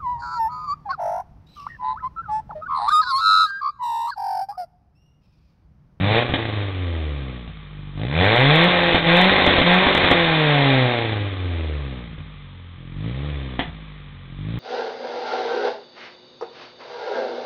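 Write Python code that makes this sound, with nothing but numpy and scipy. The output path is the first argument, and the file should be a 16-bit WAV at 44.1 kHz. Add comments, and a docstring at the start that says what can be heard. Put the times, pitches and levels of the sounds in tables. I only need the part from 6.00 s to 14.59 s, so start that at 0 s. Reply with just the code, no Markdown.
"""A loud four-cylinder exhaust flares up in a garage, is revved hard until it stutters, sinks to idle
and is blipped twice. Each firing sends a pressure spike and a rasp of gas down the ringing tailpipe;
unburnt fuel pops in it. Fan and belts whir at light load.
Heard a few metres behind the car through a small narrow-band microphone."""
import sys
import numpy as np
from scipy import signal
from scipy.fft import rfft, irfft
from scipy.io import wavfile
from scipy.ndimage import uniform_filter1d

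SR = 44100
rng = np.random.default_rng(int(sys.argv[2]) if len(sys.argv) > 2 else 0)


def file_out(sig):
    """Save sig as 16-bit WAV at sys.argv[1]."""
    # one column per channel
    cols = np.atleast_2d(sig).T
    # limit, then scale
    lim = np.clip(cols, -1, 1)
    pcm = np.round(lim * 32767).astype(np.int16)
    wavfile.write(sys.argv[1], SR, pcm)


N = 378819
TIME_S = np.arange(N) / SR

# engine speed: t/s, firing rate/Hz
ENGINE_SPEED = [(0.0, 91.86), (0.23, 124), (1.13, 71.5), (1.6, 50.7), (1.99, 47.74), (2.67, 180.2),
                (3.07, 164.07), (3.31, 193.9), (3.63, 170.2), (3.88, 193.7), (4.46, 150.5), (5.15, 106.1),
                (6.08, 55.72), (6.6, 43.45), (6.92, 43.12), (7.26, 74.93), (7.7, 54.37), (8.32, 43.57),
                (8.59, 61.4)]
# throttle presses: t open/s, t close/s, rise/s, load/0-1
PRESSES = [(-.1, 0.177, .05, .32), (1.693, 1.967, 0.11, 0.02), (1.952, 2.654, 0.055, 0.89),
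           (3.06, 3.273, 0.027, 0.96), (3.625, 3.76, .04, 0.81), (6.75, 7.092, 0.32, 0.22),
           (7.074, 7.306, 0.03, 0.03), (8.224, 8.62, .3, 0.12)]
# misfiring spells: t start/s, t end/s, severity/0-1, sag of drone, bark and rasp/dB
MISFIRE_SPELLS = [(0.228, 0.375, 0.65, -7), (.36, 0.541, 0.5, -2.5), (1.37, 1.55, 0, -2),
                  (2.88, 2.98, 0.83, 0), (2.98, 3.052, 0.9, -5.5), (3.279, 3.63, 0.6, 1.5),
                  (3.601, 3.653, 0.94, -7), (3.826, 4.12, 0.76, 0.5), (6.072, 6.24, 0.43, -1)]
# afterfire: t/s, crack level/dB, thump level/dB
AFTERFIRE_POPS = [(0.2942, -16, -4), (0.3373, -3.5, -40), (1.476, -27, -17), (2.945, 2, -16),
                  (3.325, -10, -20), (3.474, -0.5, -8), (3.583, -3, -4), (3.614, 1, -32), (3.868, -3.5, -9),
                  (4.044, -3.5, -15), (4.112, 5, -12.5), (5.12, -18, -24), (6.18, -31, -14),
                  (7.592, -5.5, -22), (7.679, -39, -12.5)]
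# imbalance of the four cylinders in uneven combustion: level/dB
IMBALANCE_DB = [3.5, -0.5, -3.5, 3]

# standing-wave boom: firing rate/Hz, level shut/dB, level open/dB
BOOM_BY_RATE = [(43, -53, -41), (47, -45, -32), (54, -39.5, -40), (62.6, -35, -32), (73, -25, -34),
                (89.8, -23.5, -16), (95.6, -28.5, -21), (102.6, -23, -17.5), (121.2, -29, -24),
                (125, -17.5, -16.5), (147, -18, -13), (166, -23, -17), (171, -24, -16)]
# gas flow, as the equivalent shut-throttle rate: firing rate/Hz, bark level/dB, rasp level/dB
LEVELS_BY_FLOW = [(43.3, -62, -51), (50.3, -59.5, -48.5), (61, -42.5, -43), (81, -32.5, -39.5),
                  (95.5, -35, -37.5), (113.5, -24.5, -28), (133.3, -16.5, -19.5), (153, -20, -20),
                  (183.75, -19.5, -17.5), (260, -20, -15)]
# throttle shut: firing rate/Hz, drone level/dB, unevenness/0-1
COAST_BY_RATE = [(43, -38.5, 0.3), (49.5, -41, 0.5), (67, -32, 0.1), (78, -38, .3), (109, -38, .55),
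                 (125, -41.5, .1), (154, -43, .1), (176, -35.5, 0.5)]
# throttle open: firing rate/Hz, thrum level/dB, bark change/dB
PULL_BY_RATE = [(43.1, -35, 3), (53, -25, 1), (73.4, -26, -5), (90, -18.5, -2.5), (121, -25, 1.5),
                (184, -52.5, -1)]

# tailpipe resonances: f/Hz, width/Hz, level/dB
PIPE_MODES = [(273.4, 30, 5.5), (339.4, 15, 6), (456.7, 49, 7), (518.7, 37, 8.5), (599, 51, 8),
              (724.5, 22, 11), (817, 12, 5.5), (843, 8.3, 7.5), (882, 10, 4), (1076.5, 16, 5.5),
              (1591, 40, 3.5), (1980, 31, 2), (2280, 60, -4), (2405, 46, 5.5), (3200, 120, 2),
              (3483, 99, 5.5)]
# pressure spike: f/Hz, level/dB
SPIKE_SPECTRUM = [(70, -3), (150, -1.5), (260, 2.5), (380, 0.5), (550, -2), (800, -1.5), (1050, -15),
                  (1500, -10.5), (2100, -7), (2800, -13), (3600, -21), (4500, -17)]
# gas churning in the pipe: f/Hz, level/dB
CHURN_SPECTRUM = [(100, -12), (270, -2.5), (450, -1.5), (800, -5.5), (1600, -21)]
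# silencer, coasting: f/Hz, level/dB
DRONE_SPECTRUM = [(25, -13), (60, -11), (88, 12.5), (108, -16), (128, -2.5), (148, 9), (178, -3.5),
                  (260, -7), (420, -50.5), (1000, -79)]
# silencer under load: f/Hz, level/dB
THRUM_SPECTRUM = [(50, -20.5), (95, 4), (155, 5.5), (210, -7.5), (300, -7.5), (450, -29.5), (1000, -51)]
# gas rasp: f/Hz, level/dB
RASP_SPECTRUM = [(60, -13.5), (300, -17), (600, -10), (950, -4), (1200, -5.5), (1450, -8), (1900, -1.5),
                 (2400, -3), (2800, -10), (3650, -4.5), (4500, -11.5)]
# afterfire crack: f/Hz, level/dB
CRACK_SPECTRUM = [(40, -10), (200, -5), (480, -6.5), (740, 1.5), (1100, 0.5), (2100, 5), (2800, -2),
                  (3600, 4), (4500, -11.5)]
# fan and belts: f/Hz, level/dB
WHIR_SPECTRUM = [(100, -13), (280, 4), (380, 0.5), (475, 3.5), (560, -13.5), (930, -8), (1170, 6.5),
                 (1470, -5), (2400, 0.5), (2700, -5.5), (3200, 1), (3650, -3.5), (4000, -10.5)]


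def exhaust(shock_db=7):
    """Firings boom, drone in the silencer, bark in the tailpipe and rasp; bay whir is blended in."""
    rate_hz, load, pull, misfire, sag_db = engine()
    uneven, boom_db, drone_db, thrum_db, bark_db, rasp_db = response(rate_hz, load, pull, misfire, sag_db)
    phase, spikes, age_s, strength = firings(rate_hz, uneven)
    # mean flow is silent, its fundamental is the boom, the rest excites the pipe
    spikes = spikes - (1 + 2 * np.cos(phase)) * rate_hz / SR
    boom = np.sqrt(2) * np.cos(phase) * undb(boom_db)
    drone = silencer(spikes, pull, drone_db, thrum_db)
    steep = .5 + .5 * np.tanh((bark_db + 27) / 10)  # 0 round wave, 1 shock
    ring = tailpipe(spikes, steep)
    puffs = gas_puffs(age_s, strength, load)
    bark = (ring + gas_churn(puffs, steep)) * undb(bark_db)
    rasp = gas_rasp(puffs, undb(shock_db) * steep * spikes)
    return boom + drone + bark + blend_engine_bay(rasp, rasp_db, rate_hz)


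def engine(flywheel_s=.08, close_s=0.034, misfire_edge_s=0.013, half_pull_load=0.027):
    """Running state: flywheel-smoothed speed, throttle load and misfiring."""
    rate_hz = np.interp(TIME_S, *np.transpose(ENGINE_SPEED))
    rate_hz = uniform_filter1d(rate_hz, int(flywheel_s * SR), mode="nearest")
    load = sum(depth * gate(start_s, end_s, rise_s, close_s) for start_s, end_s, rise_s, depth in PRESSES)
    load = np.clip(load, 0, 1)
    pull = load / (load + half_pull_load)  # 0 coasting, near 1 driving
    misfire, sag_db = sum(np.outer(effects, gate(start_s, end_s, misfire_edge_s, misfire_edge_s))
                          for start_s, end_s, *effects in MISFIRE_SPELLS)
    return rate_hz, load, pull, misfire, sag_db


def response(rate_hz, load, pull, misfire, sag_db, load_flow=0.44, load_uneven=.08,
             load_bark_db=5, load_rasp_db=2, misfire_boom_db=-5.5, misfire_drone_db=7):
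    """Unevenness and layer levels: load adds gas and evens the burn; misfires break it into rumble."""
    shut_db, open_db = at_rate(BOOM_BY_RATE, rate_hz)
    drone_db, uneven = at_rate(COAST_BY_RATE, rate_hz)
    thrum_db, bark_change_db = at_rate(PULL_BY_RATE, rate_hz)
    bark_db, rasp_db = at_rate(LEVELS_BY_FLOW, rate_hz * (1 + load_flow * load)) + sag_db
    uneven = uneven + (load_uneven - uneven) * load + misfire
    boom_db = shut_db + (open_db - shut_db) * pull + misfire_boom_db * misfire
    drone_db = drone_db + misfire_drone_db * misfire + sag_db
    bark_db = bark_db + bark_change_db * pull + load_bark_db * load
    rasp_db = rasp_db + load_rasp_db * load
    return uneven, boom_db, drone_db, thrum_db, bark_db, rasp_db


def firings(rate_hz, uneven, scatter_db=3.5, jitter_cycles=.035, lead_cycles_per_db=.009):
    """One pressure spike per firing; uneven burns differ in strength and timing."""
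    cycles = np.cumsum(rate_hz) / SR
    index = np.arange(1, int(cycles[-1]))
    rough = np.clip(np.interp(index, cycles, uneven), 0, 1)
    timing_draw, level_draw = rng.standard_normal((len(index), 2)).T
    cylinder_db = np.take(IMBALANCE_DB, index, mode="wrap")
    # stronger waves run faster and arrive early: growl between the harmonics
    shift_cycles = rough * (jitter_cycles * timing_draw - lead_cycles_per_db * cylinder_db)
    onset_s = np.interp(index + shift_cycles, cycles, TIME_S)
    strength = undb(rough * (cylinder_db + scatter_db * level_draw))
    strength /= uniform_filter1d(strength, size=8)
    spikes = np.zeros(N)
    spikes[np.round(onset_s * SR).astype(int)] = strength
    latest = np.maximum(np.searchsorted(onset_s, TIME_S) - 1, 0)
    age_s = np.abs(TIME_S - onset_s[latest])
    return 2 * np.pi * cycles, spikes, age_s, strength[latest]


def tailpipe(spikes, steep, soft_hz=340):
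    """Spikes ring the pipe; strong waves steepen into shocks, weak ones stay round."""
    sharp = colour(spikes, SPIKE_SPECTRUM, PIPE_MODES)
    ring = steep * sharp + (1 - steep) * lowpass(sharp, soft_hz)
    return unit_rms(garage(ring, wet_db=-14, wall_db=-17))


def silencer(spikes, pull, drone_db, thrum_db):
    """Hollow drone when coasting; a little throttle turns it into a full thrum."""
    drone = unit_rms(colour(spikes, DRONE_SPECTRUM)) * undb(drone_db)
    thrum = unit_rms(colour(spikes, THRUM_SPECTRUM)) * undb(thrum_db)
    return (1 - pull) * drone + pull * thrum


def gas_puffs(age_s, strength, load, decay_s=0.0028, leak=0.51):
    """A gas burst after each firing, over a steady flow that fades with load."""
    burst = strength ** 1.24 * np.exp(-age_s / decay_s)
    return (leak * (1 - 0.97 * load) + burst) * rng.standard_normal(N)


def gas_churn(puffs, steep, level_db=-6):
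    """Gas churns in the pipe and blurs the note, most when the waves are weak."""
    return undb(level_db) * (1 - .78 * steep) * unit_rms(colour(puffs, CHURN_SPECTRUM, PIPE_MODES))


def gas_rasp(puffs, shocks):
    """Puffs and shocks leave the pipe as a bright rasp."""
    return unit_rms(garage(colour(puffs + shocks, RASP_SPECTRUM, PIPE_MODES), wet_db=-7))


def afterfire(shock_s=0.0007, burn_s=0.0085, burn_db=-8, thump_s=0.0023, thump_db=-5, crack_db=1):
    """Unburnt fuel pops: shock front, short roar of burning gas, thump in the silencer."""
    crack, thump = np.zeros(N), np.zeros(N)
    age_s = TIME_S[:SR // 8]
    shock = age_s / shock_s * np.exp(1 - age_s / shock_s)
    for onset_s, pop_crack_db, pop_thump_db in AFTERFIRE_POPS:
        start = int(onset_s * SR)
        span = slice(start, start + len(age_s))
        roar = undb(burn_db) * rng.standard_normal(len(age_s)) * np.exp(-age_s / burn_s)
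        crack[span] += undb(pop_crack_db) * (shock + roar)
        thump[span] += undb(pop_thump_db) * np.exp(-age_s / thump_s)
    crack = garage(colour(crack, CRACK_SPECTRUM, PIPE_MODES), wet_db=-1.5)
    return undb(crack_db) * crack + undb(thump_db) * colour(thump, DRONE_SPECTRUM)


def blend_engine_bay(rasp, rasp_db, rate_hz, crossover_db=-40, db_per_octave=9, trim_db=3.0):
    """Fan and belt whir replaces a weak rasp at equal power; the crossover level rises with speed."""
    threshold_db = crossover_db + db_per_octave * np.log2(rate_hz / 100)
    whir_share = 1 / (undb(rasp_db - threshold_db) ** 2 + 1)
    whir = unit_rms(colour(rng.standard_normal(N), WHIR_SPECTRUM))
    return (np.sqrt(1 - whir_share) * rasp + np.sqrt(whir_share) * whir) * undb(rasp_db + trim_db)


def garage(x, wet_db, t60_s=0.26, build_s=0.00093, wall_s=.016, wall_db=-10, highpass_hz=260):
    """Direct sound, plus back-wall slap and short diffuse tail above the bass."""
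    age_s = TIME_S[:SR // 2]
    tail = rng.standard_normal(len(age_s)) * undb(-60 * age_s / t60_s) * (1 - np.exp(-age_s / build_s))
    tail *= undb(wet_db) / np.sqrt(np.sum(tail ** 2))
    tail[int(wall_s * SR)] += undb(wall_db)
    tail = signal.sosfilt(signal.butter(2, highpass_hz, "high", fs=SR, output="sos"), tail)
    return x + signal.fftconvolve(x, tail)[:N]


def colour(x, spectrum, modes=(), taps=8192):
    """Minimum-phase filter: spectral outline plus resonances."""
    f_hz = np.maximum(np.fft.rfftfreq(taps, 1 / SR), 1)
    gain_db, = at_rate(spectrum, f_hz)
    for centre_hz, width_hz, peak_db in modes:
        gain_db += peak_db / ((2 * (f_hz - centre_hz) / width_hz) ** 2 + 1)
    cepstrum = irfft(np.log(undb(gain_db)))
    cepstrum[1:taps // 2] *= 2
    cepstrum[taps // 2 + 1:] = 0
    impulse = irfft(np.exp(rfft(cepstrum)))
    return signal.fftconvolve(x, impulse)[:N]


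def at_rate(table, f_hz):
    """Table columns interpolated over log frequency."""
    knots_hz, *columns = np.transpose(table)
    return [np.interp(np.log(f_hz), np.log(knots_hz), column) for column in columns]


def gate(start_s, end_s, rise_s, fall_s):
    """Trapezoid, 0-1: rises from start_s, falls from end_s."""
    return np.clip((TIME_S - start_s) / rise_s, 0, 1) * np.clip(1 - (TIME_S - end_s) / fall_s, 0, 1)


def unit_rms(x, window_samples=3000):
    """Running rms held at 1; single firings keep their shape."""
    power = uniform_filter1d(uniform_filter1d(x * x, window_samples), window_samples // 2)
    return x / np.sqrt(power + 1e-18)


def lowpass(x, cutoff_hz, order=2):
    """Butterworth low-pass."""
    return signal.sosfilt(signal.butter(order, cutoff_hz, fs=SR, output="sos"), x)


def undb(db):
    """Decibels to gain."""
    return 10 ** (np.asarray(db) / 20)


def scene():
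    """Running engine and its pops, mono."""
    return (exhaust() + afterfire())[None]


def record(dry, soft_limit=0.67, hard_limit=0.72, band_hz=3950, edge_hz=4400, top_hz=15800):
    """Narrow-band microphone: rounds peaks, cuts the treble, clips the tallest spikes."""
    rounded = soft_limit * np.tanh(lowpass(dry, 7400, order=4) / soft_limit)
    narrow = lowpass(rounded, band_hz, order=20)
    narrow = signal.sosfilt(signal.ellip(8, .2, 80, edge_hz, fs=SR, output="sos"), narrow)
    clipped = np.clip(narrow, -hard_limit, hard_limit)
    return signal.sosfilt(signal.ellip(8, .2, 70, top_hz, fs=SR, output="sos"), clipped)


dry = scene()
out = record(dry)
file_out(out)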